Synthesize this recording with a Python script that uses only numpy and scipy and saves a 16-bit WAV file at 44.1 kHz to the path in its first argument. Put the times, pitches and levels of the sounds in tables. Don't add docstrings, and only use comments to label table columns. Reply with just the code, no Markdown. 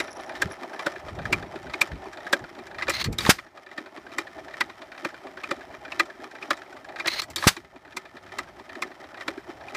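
import sys
import numpy as np
from scipy import signal
from scipy.fft import rfft, irfft
from scipy.io import wavfile
from scipy.ndimage import uniform_filter1d

SR = 44100
rng = np.random.default_rng(int(sys.argv[2]) if len(sys.argv) > 2 else 0)


def to_wav(sig):
    pcm = np.clip(np.atleast_2d(sig), -1, 1) * 32767
    pcm = np.round(pcm).astype(np.int16)
    wavfile.write(sys.argv[1], SR, pcm.T)


def boost(x):
    u = np.asarray(x, float) / 20
    return 10 ** u


N = 430416

# [f/Hz, width/Hz, level/dB]
FRAME_MODES = [(180, 150, -15), (338, 29.4, 2), (563.5, 50, -1.5), (886, 210, -12)]
# [f/Hz, width/Hz, level/dB]
CASTING_MODES = [(1018, 230, -6), (1270, 74, -1.5), (1650, 240, -5), (1950, 920, -8.5), (2372, 74, -2),
                 (3114, 520, -14.5), (3640, 1090, -11.5), (5000, 1600, -28.5)]
# [f/Hz, width/Hz, level/dB]
STEEL_MODES = [(5560, 3750, 6.5), (6860, 2100, 4), (7150, 700, 5.5), (9300, 750, -15), (13500, 4200, -23)]
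# [t/s, peak level/dB, f/Hz, treble level/dB re peak, frame thud level/dB]
CAM_TURNS = [(-.007, -14, 1970, -13.5, -27.5), (.4192, -8.5, 1650, -11, -33),
             (.8636, -10.5, 1460, -18, -17.5), (1.3266, -7.5, 2330, -14.5, -26),
             (1.8127, -4, 2350, -11.5, -47), (2.3281, -5, 1635, -14.5, -15.5),
             (2.8814, -13, 1270, -24, -20), (3.3852, -15.5, 1930, -32, -41),
             (3.7775, -16, 1810, -26, -24.5), (4.1839, -11.5, 1900, -12.5, -27),
             (4.607, -8, 1914, -16, -46), (5.048, -15, 1280, -21, -21.5),
             (5.5099, -13.5, 1260, -18.5, -20.5), (5.9961, -6.5, 1940, -16.5, -24.5),
             (6.506, -8.5, 1270, -15.5, -22), (7.0576, -15.5, 1940, -32, -25),
             (7.5666, -18, 1270, -14.5, -28), (7.9675, -12.5, 2060, -12.5, -48),
             (8.3862, -15.5, 1950, -10.5, -33.5), (8.8216, -14, 2060, -13, -43),
             (9.2797, -14.5, 1270, -17, -23), (9.748, -20.5, 1950, -13, -50)]
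# [t/s, level/dB]
FIRINGS = [
    (2.8817, 0.5),
    (7.0572, -2.1),
]
# [t/s, level/dB]
DISTANCE = [(0, -1), (2, -2.5), (3.2, -7), (6.5, -5.5), (8, -10), (9.76, -5.5)]
# [share of the turn, pipe air level/dB, port air level/dB, gear load level/dB above rest]
STROKES = [
    (0.028, 18, 11, 12),
    (.21, 7, 9, 2),
    (.475, 13.5, 12, 2.5),
    (.72, 8, 8.5, -1),
    (.87, 9.5, 7, 8.5),
]
# [from t/s, to t/s, level/dB]
VALVES_SHUT = [
    (3.077, 3.221, -2),
    (7.22, 7.452, -3),
]
# [f/Hz, width/Hz, level/dB]
PIPE_MODES = [(263, 73, -4.5), (370.6, 72, 2.5), (400.8, 45.7, 2)]
# [f/Hz, width/Hz, level/dB]
PORT_MODES = [(641, 157, -1.5), (690, 112, 0.5), (802, 118, -7)]
# [f/Hz, width/Hz, level/dB]
MESH_MODES = [(1270, 161, 4), (1780, 38, 7.5), (1950, 197, 1), (2364, 450, -14), (3060, 63, -2.5),
              (3700, 4040, -15), (5200, 580, -9)]
# [f/Hz, level/dB per Hz]
FLOOR_SPECTRUM = [(59, -38), (100, -7), (189, -0.5), (388, -10), (460, -27), (632, 1), (1860, -3.5),
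                  (14300, -33.5), (15800, -59)]
# [f/Hz, width/Hz, level/dB]
PIN_MODES = [(2900, 87, -77), (3840, 140, -63.5)]
# [t/s, peak level/dB, decay/(dB/s) either side]
GUSTS = [(0, -55, 42), (.46, -32.5, 303), (1.14, -39, 143), (1.32, -31.5, 113), (1.41, -40, 500),
         (1.6, -57, 64), (1.69, -40, 500), (1.94, -28.5, 400), (2.1, -59.5, 42.5), (2.43, -32, 900),
         (2.9, -47, 61), (3.085, -26, 298), (3.14, -42, 397), (3.26, -33.5, 114.5), (4.4, -62, 23.5),
         (5.75, -59, 28), (7.45, -49.5, 31.5), (8.42, -55, 49), (9.55, -58.5, 24.5)]
# [f/Hz, level/dB per Hz]
GUST_SPECTRUM = [(12, -60), (20, -1), (70, 8), (147, 3), (230, -2), (264, -7), (400, -6), (520, -12.5),
                 (880, -120)]
# [t/s, level/dB]
CHIRPS = [(0.023, -53), (.122, -56), (.17, -65), (.21, -64), (.275, -59), (.4, -80), (.522, -59),
          (.62, -68), (.735, -67), (.83, -74)]
# [share of the turn, peak level/dB, f/Hz, treble level/dB, slack/(dB per s of slower turn)]
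JOINTS = [(.116, -35, 1540, -13, 90), (.202, -26, 1700, -27, 0), (.277, -41, 1990, -27, 50),
          (.402, -39, 1640, -19, 80), (.476, -26.5, 1200, -26, -10), (.622, -38, 1640, -14, 110),
          (.702, -26, 1700, -28, -20), (.765, -30, 1780, -23, 10), (.887, -42, 1640, -26, 90)]
# [t/s, peak level/dB, f/Hz]
LATCH_CATCHES = [(0.351, -28.5, 1770), (0.7921, -17, 1130), (1.253, -18, 1710), (1.736, -17, 2230),
                 (2.2663, -23, 1650), (3.713, -28, 1920), (4.1176, -32.5, 1990), (4.538, -25.5, 1800),
                 (4.977, -27.5, 1770), (5.4358, -19, 2444), (5.9187, -20, 2595), (6.4242, -24, 2370),
                 (7.923, -31.5, 1780), (8.32, -31, 1780), (8.7522, -24.5, 1810), (9.208, -25, 1890),
                 (9.682, -25.5, 2440)]
# [t/s after its clack, peak level/dB, f/Hz, treble level/dB, rattle/ms]
SNAPS = [(-.0975, -22.5, 1875, -36, 2.7), (-.07, -26, 1700, -21, 2.1), (-.058, -15, 2010, -23, 0.79),
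         (-.012, -24, 1660, -26, 1.9), (.015, -12, 1940, -8.5, 4.9), (0.161, -16, 4360, -8, 3.3),
         (0.178, -29, 1970, -7.5, 3.1), (0.2443, -34.5, 2160, 0, 8), (0.3037, -13.5, 3800, -4, 4.2),
         (.325, -18, 4515, -16.5, 0.77), (.369, -13.5, 1760, -36.5, 0.79), (.382, -9.5, 924, -17, 1.5)]
# [t/s, level/dB]
INTAKE_STROKES = [
    [(2.9, -21), (2.915, -35.5), (2.94, -29), (2.98, -31.5), (3.005, -27), (3.025, -27), (3.042, -61)],
    [(7.075, -11.5), (7.095, -32.5), (7.14, -27.5), (7.165, -33.5), (7.185, -30.5), (7.2, -23),
     (7.218, -60)],
]
# [f/Hz, width/Hz, level/dB]
THROAT_MODES = [(2100, 120, 5.5), (2630, 210, -1), (4120, 360, 7), (6700, 340, -14), (8650, 330, -33),
                (11100, 170, -23), (14000, 500, -20)]
# [f/Hz, level/dB per Hz]
INTAKE_SPECTRUM = [(180, -54.5), (300, -26), (385, 3), (2130, 13), (3170, 6), (4200, -3), (15800, -74)]
# [from t/s, to t/s, first level/dB, last level/dB]
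LEAKS = [
    (3.182, 3.311, -42, -29),
    (7.365, 7.484, -45, -32),
]
# [t/s of pressure drop, push level/dB, build-up/ms, recoil/ms, cap ring level/dB]
BLASTS = [
    (3.2928, 3, 0.99, 0.82, -63.5),
    (7.47, -0.5, 1.37, 1.6, -65),
]
# [f/Hz, level/dB per Hz]
EXHAUST_SPECTRUM = [(180, -48.5), (300, -17), (447, -12), (1660, 1.5), (2820, -4.5), (4960, -4),
                    (7510, -11), (8300, -11), (15100, -19.5), (15800, -30)]

# level between swells in dB, rise and fall widths in turns
REST_DB, RISE_TURNS, FALL_TURNS = (-9.5, -4.5, -3.5), (0.063, 0.11, 0.053), (0.074, 0.056, 0.092)
GEARS_DB, GEARS_FALL = -4, 0.77


def evened(x):
    return x / np.sqrt(np.mean(x ** 2) + 1e-20)


def distance_db():
    t, db = np.transpose(DISTANCE)
    return np.interp(np.arange(N) / SR, t, db)


def add(mix, s, sound):
    part = mix[max(round(s * SR), 0):][:len(sound)]
    part += sound[:len(part)]


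def ring(x, modes):
    hz = np.fft.rfftfreq(len(x), 1 / SR) + 1
    gain = 0
    for k, (f, width, db) in enumerate(modes):
        gain = gain + (-1) ** k * boost(db) / (1 + 1j * (hz - f * f / hz) / width)
    return irfft(rfft(x) * gain, len(x))


def hiss(spectrum, size):
    f, db = np.transpose(spectrum)
    hz = np.fft.rfftfreq(size, 1 / SR) + 1
    gain = boost(np.interp(np.log(hz), np.log(f), db))
    return evened(irfft(rfft(rng.standard_normal(size)) * gain, size))


def lumps(per_s):
    lowpass = 1 / (1 + (np.fft.rfftfreq(N, 1 / SR) / per_s) ** 4)
    return evened(irfft(rfft(rng.standard_normal(N)) * lowpass, N))


def uneven(db, size):
    return boost(db * np.minimum(rng.exponential(1, size), 3))


def humps(rows, rest_db):
    t = np.arange(0, N, 64) / SR
    gain = boost(rest_db) + sum(boost(db - fall * abs(t - s)) for s, db, fall in rows)
    return np.interp(np.arange(N) / SR, t, gain)


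def stroke_db(column):
    t = np.arange(N) / SR
    turns = np.interp(t, np.transpose(CAM_TURNS)[0], np.arange(len(CAM_TURNS)))
    layer = column - 1
    share, shape = np.linspace(0, 1, 512), REST_DB[layer]
    for row in STROKES:
        past = (share - row[0] + .5) % 1 - .5
        width = np.where(past < 0, RISE_TURNS[layer], FALL_TURNS[layer])
        shape = shape + row[column] * np.exp(-(past / width) ** 2)
    shut = sum(db * np.clip(np.minimum(t - a, b - t) / .02, 0, 1) for a, b, db in VALVES_SHUT)
    return np.interp(turns % 1, share, shape) + shut


def knock(db, hz, treble_db, rattle_ms, settle_db, settle_ms, bright_hz, size=4096):
    t = np.arange(size) / SR * 1000
    contacts = boost(2.4 * np.minimum(rng.exponential(1, size // 32), 4)).repeat(32)
    jolts = rng.standard_normal((3, size)) * contacts
    bodies = (STEEL_MODES, [*CASTING_MODES, (hz, 150, 2.5)], FRAME_MODES)
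    parts = []
    for jolt, lag, modes in zip(jolts, (.45, 1.0, 1.4), bodies):
        u = t / (rattle_ms * lag)
        rattle = 0.52 * u * np.exp(-u ** 2 / 2)
        after = boost(settle_db) * (1 - np.exp(-u)) * np.exp(-t / settle_ms)
        part = ring(jolt * (rattle + after), modes)
        parts.append(part / abs(part).max())
    steel, casting, frame = parts
    bright, body = [(5200, bright_hz, 0.0033)], [(2160, 5800, 0)]
    steel = ring(ring(steel, bright), bright)
    casting = ring(ring(casting, body), body)
    return boost(db) * (boost(treble_db + 4.5) * steel + casting), frame


def add_rod_knock(mix, s, db, hz, treble_db):
    bright_hz = max(17002 + 380 * db, 2500)
    metal, frame = knock(db, hz, treble_db, 4.0 + 0.063 * db, 6.8, 5.55, bright_hz, size=2048)
    add(mix, s - .0008, metal + boost(0.98 * db - 23) * frame)


def add_tick(mix, s, db, hz, treble_db):
    metal, frame = knock(db, hz, treble_db, 3.2, 1.3, 9.4, 7800, size=2048)
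    add(mix, s - .0012, metal + boost(db - 16.5) * frame)


def push_rod():
    out = np.zeros(N)
    for s, db, hz, treble_db, thud_db in CAM_TURNS:
        add_tick(out, s - .003, db - 15.5, hz, treble_db)
        add_rod_knock(out, s, db, hz, treble_db)
        _, frame = knock(0, 1000, 0, 3.3, -34, 6.3, 5000)
        add(out, s, boost(thud_db) * frame)
    return out


def pumped_air():
    pipe = ring(ring(rng.standard_normal(N), PIPE_MODES), [(373, 520, 0)])
    port = ring(ring(rng.standard_normal(N), PORT_MODES), [(663, 1500, 0)])
    pipe = boost(-43.5 + stroke_db(column=1) + 4.34 * lumps(30)) * evened(pipe)
    port = boost(-45 + stroke_db(column=2) + 2.3 * lumps(30)) * evened(port)
    return boost(distance_db()) * (pipe + port)


def gears():
    taps = rng.standard_normal(N) * uneven(3.2, N) * (rng.random(N) < 900 / SR)
    rattle = evened(ring(taps * boost(3.2 * lumps(27)), MESH_MODES))
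    load_db = stroke_db(column=3)
    floor = boost(-46.5 + 0.67 * load_db) * hiss(FLOOR_SPECTRUM, N)
    return boost(GEARS_DB + GEARS_FALL * distance_db()) * (boost(-42 + load_db) * rattle + floor)


def loose_pins():
    out = np.zeros(N)
    for hz, width, db in PIN_MODES:
        hits = uneven(3., N) * (rng.random(N) < 30 / SR)
        out += boost(db) * evened(ring(hits, [(hz, width, 0)]))
    level_db = GEARS_DB + GEARS_FALL * distance_db() + 1.9 * stroke_db(column=3)
    return boost(level_db) * ring(out, [(4000, 9300, 0.042)])


def wind():
    return humps(GUSTS, -71.5) * boost(1.8 * lumps(28)) * hiss(GUST_SPECTRUM, N)


def magneto():
    teeth = uneven(4.5, N) * (rng.random(N) < 73 / SR)
    decay = np.exp(-1 / (0.0023 * SR))
    contact = .12 + evened(signal.lfilter([1], [1, -decay], teeth))
    rub = rng.standard_normal(N) * contact
    both = ring(ring(rub, [(5660, 290, 1.5), (10640, 140, -.5)]), [(5500, 870, 0), (10500, 700, 0.03)])
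    low = ring(ring(rub, [(5670, 140, 0)]), [(5520, 510, 0)])
    near = humps([(s, db + 7.5, 602) for s, db in CHIRPS], -120)
    whine_db = -67.5 + 1.2 * distance_db() + 0.24 * stroke_db(column=3)
    return near * evened(both) + boost(whine_db) * evened(low)


def joint_ticks():
    usual_turn_s, drag = .45, .2
    out = np.zeros(N)
    starts = np.transpose(CAM_TURNS)[0]
    for start, length in zip(starts, np.diff(starts)):
        if min(abs(start - s) for s, _ in FIRINGS) <= .1:
            continue
        near_db = .8 * np.interp(start, *np.transpose(DISTANCE))
        slower_s = length - usual_turn_s
        for share, db, hz, treble_db, slack in JOINTS:
            chance_db, chance_hz = rng.standard_normal(2) * (1.8, 150)
            s = start + share * length * (1 - drag * share * slower_s)
            add_tick(out, s, db + slack * slower_s + near_db + chance_db, hz + chance_hz, treble_db)
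    return out


def latch():
    out = np.zeros(N)
    for s, db, hz in LATCH_CATCHES:
        add_rod_knock(out, s, db, hz, -25)
    return out


def firing_snaps():
    out = np.zeros(N)
    for start, fire_db in FIRINGS:
        for s, db, hz, treble_db, rattle_ms in SNAPS:
            bright_hz = max(29998 + 1100 * treble_db, 3500)
            metal, frame = knock(db, hz, treble_db, rattle_ms, 2.5, 8.5, bright_hz)
            add(out, start + s - .0015, boost(fire_db) * (metal + boost(db - 19.5) * frame))
    return out


def intake():
    out = np.zeros(N)
    for rows in INTAKE_STROKES:
        s, db = np.transpose(rows)
        t = np.arange(s[0], s[-1], 1 / SR)
        whistle = evened(ring(rng.standard_normal(len(t)), THROAT_MODES))
        air = whistle + 0.58 * hiss(INTAKE_SPECTRUM, len(t))
        add(out, s[0], boost(np.interp(t, s, db) - 3.5) * air * signal.windows.tukey(len(t), .15))
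    return out * boost(2.8 * lumps(93) + 0.94 * lumps(600))


def valve_leak():
    out = np.zeros(N)
    for a, b, first_db, last_db in LEAKS:
        size = round((b - a) * SR)
        add(out, a, boost(np.linspace(first_db, last_db, size)) * hiss(EXHAUST_SPECTRUM, size))
    return out


def exhaust():
    out, lead_s = np.zeros(N), .03
    t = np.arange(-lead_s, .4, 1 / SR) * 1000
    for s, push_db, build_ms, recoil_ms, cap_db in BLASTS:
        flank = np.where(t < 0, np.exp(-abs(t) / build_ms), np.exp(-abs(t) / recoil_ms))
        push = -np.tanh(t / .28) * flank
        boom = boost(-28.5) * np.sin(2 * np.pi * 0.18 * t) * np.exp(-abs(t) / 22) * (t > 0)
        u = np.maximum(t - .7, 0) / 10.75
        burst = 2.17 * np.sqrt(u) * np.exp(-u ** 2 / 2)
        jet = burst + boost(-10.0) * (1 - np.exp(-u)) * np.exp(-t / 35)
        roar = boost(-13) * jet * hiss(EXHAUST_SPECTRUM, len(t))
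        cap = boost(cap_db) * np.sin(2 * np.pi * 6.65 * t) * np.exp(-t / 150) * (t > 0)
        add(out, s - lead_s, boost(push_db) * (push - boom) + roar + cap)
    return out


def scene():
    engine = push_rod() + pumped_air() + gears() + loose_pins()
    near = wind() + magneto() + joint_ticks() + latch()
    firing = firing_snaps() + intake() + valve_leak() + exhaust()
    return (engine + near + firing)[None]


def band_limit(x):
    return signal.sosfilt(signal.butter(12, 16000, fs=SR, output="sos"), x)


def record(dry):
    x = signal.sosfilt(signal.butter(2, 55, "high", fs=SR, output="sos"), dry)
    x = x + boost(-75) * rng.standard_normal(dry.shape)
    power_db = 10 * np.log10(abs(uniform_filter1d(x[0] ** 2, 2200)) + 1e-12)
    fall = np.arange(N) * 13.5 / SR
    held_db = np.maximum.accumulate(power_db + fall) - fall
    over_db = uniform_filter1d(np.maximum(held_db + 22, 0), 2600)
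    late_db = np.interp(np.arange(N) - .07 * SR, np.arange(N), over_db)
    x = x / boost(0.83 * late_db)
    edge = signal.firwin(301, 15400, window=("kaiser", 6), fs=SR)
    x = signal.oaconvolve(0.79 * np.tanh(x / 0.81), edge[None], "same")
    return band_limit(x)


dry = scene()
out = record(dry)
to_wav(out)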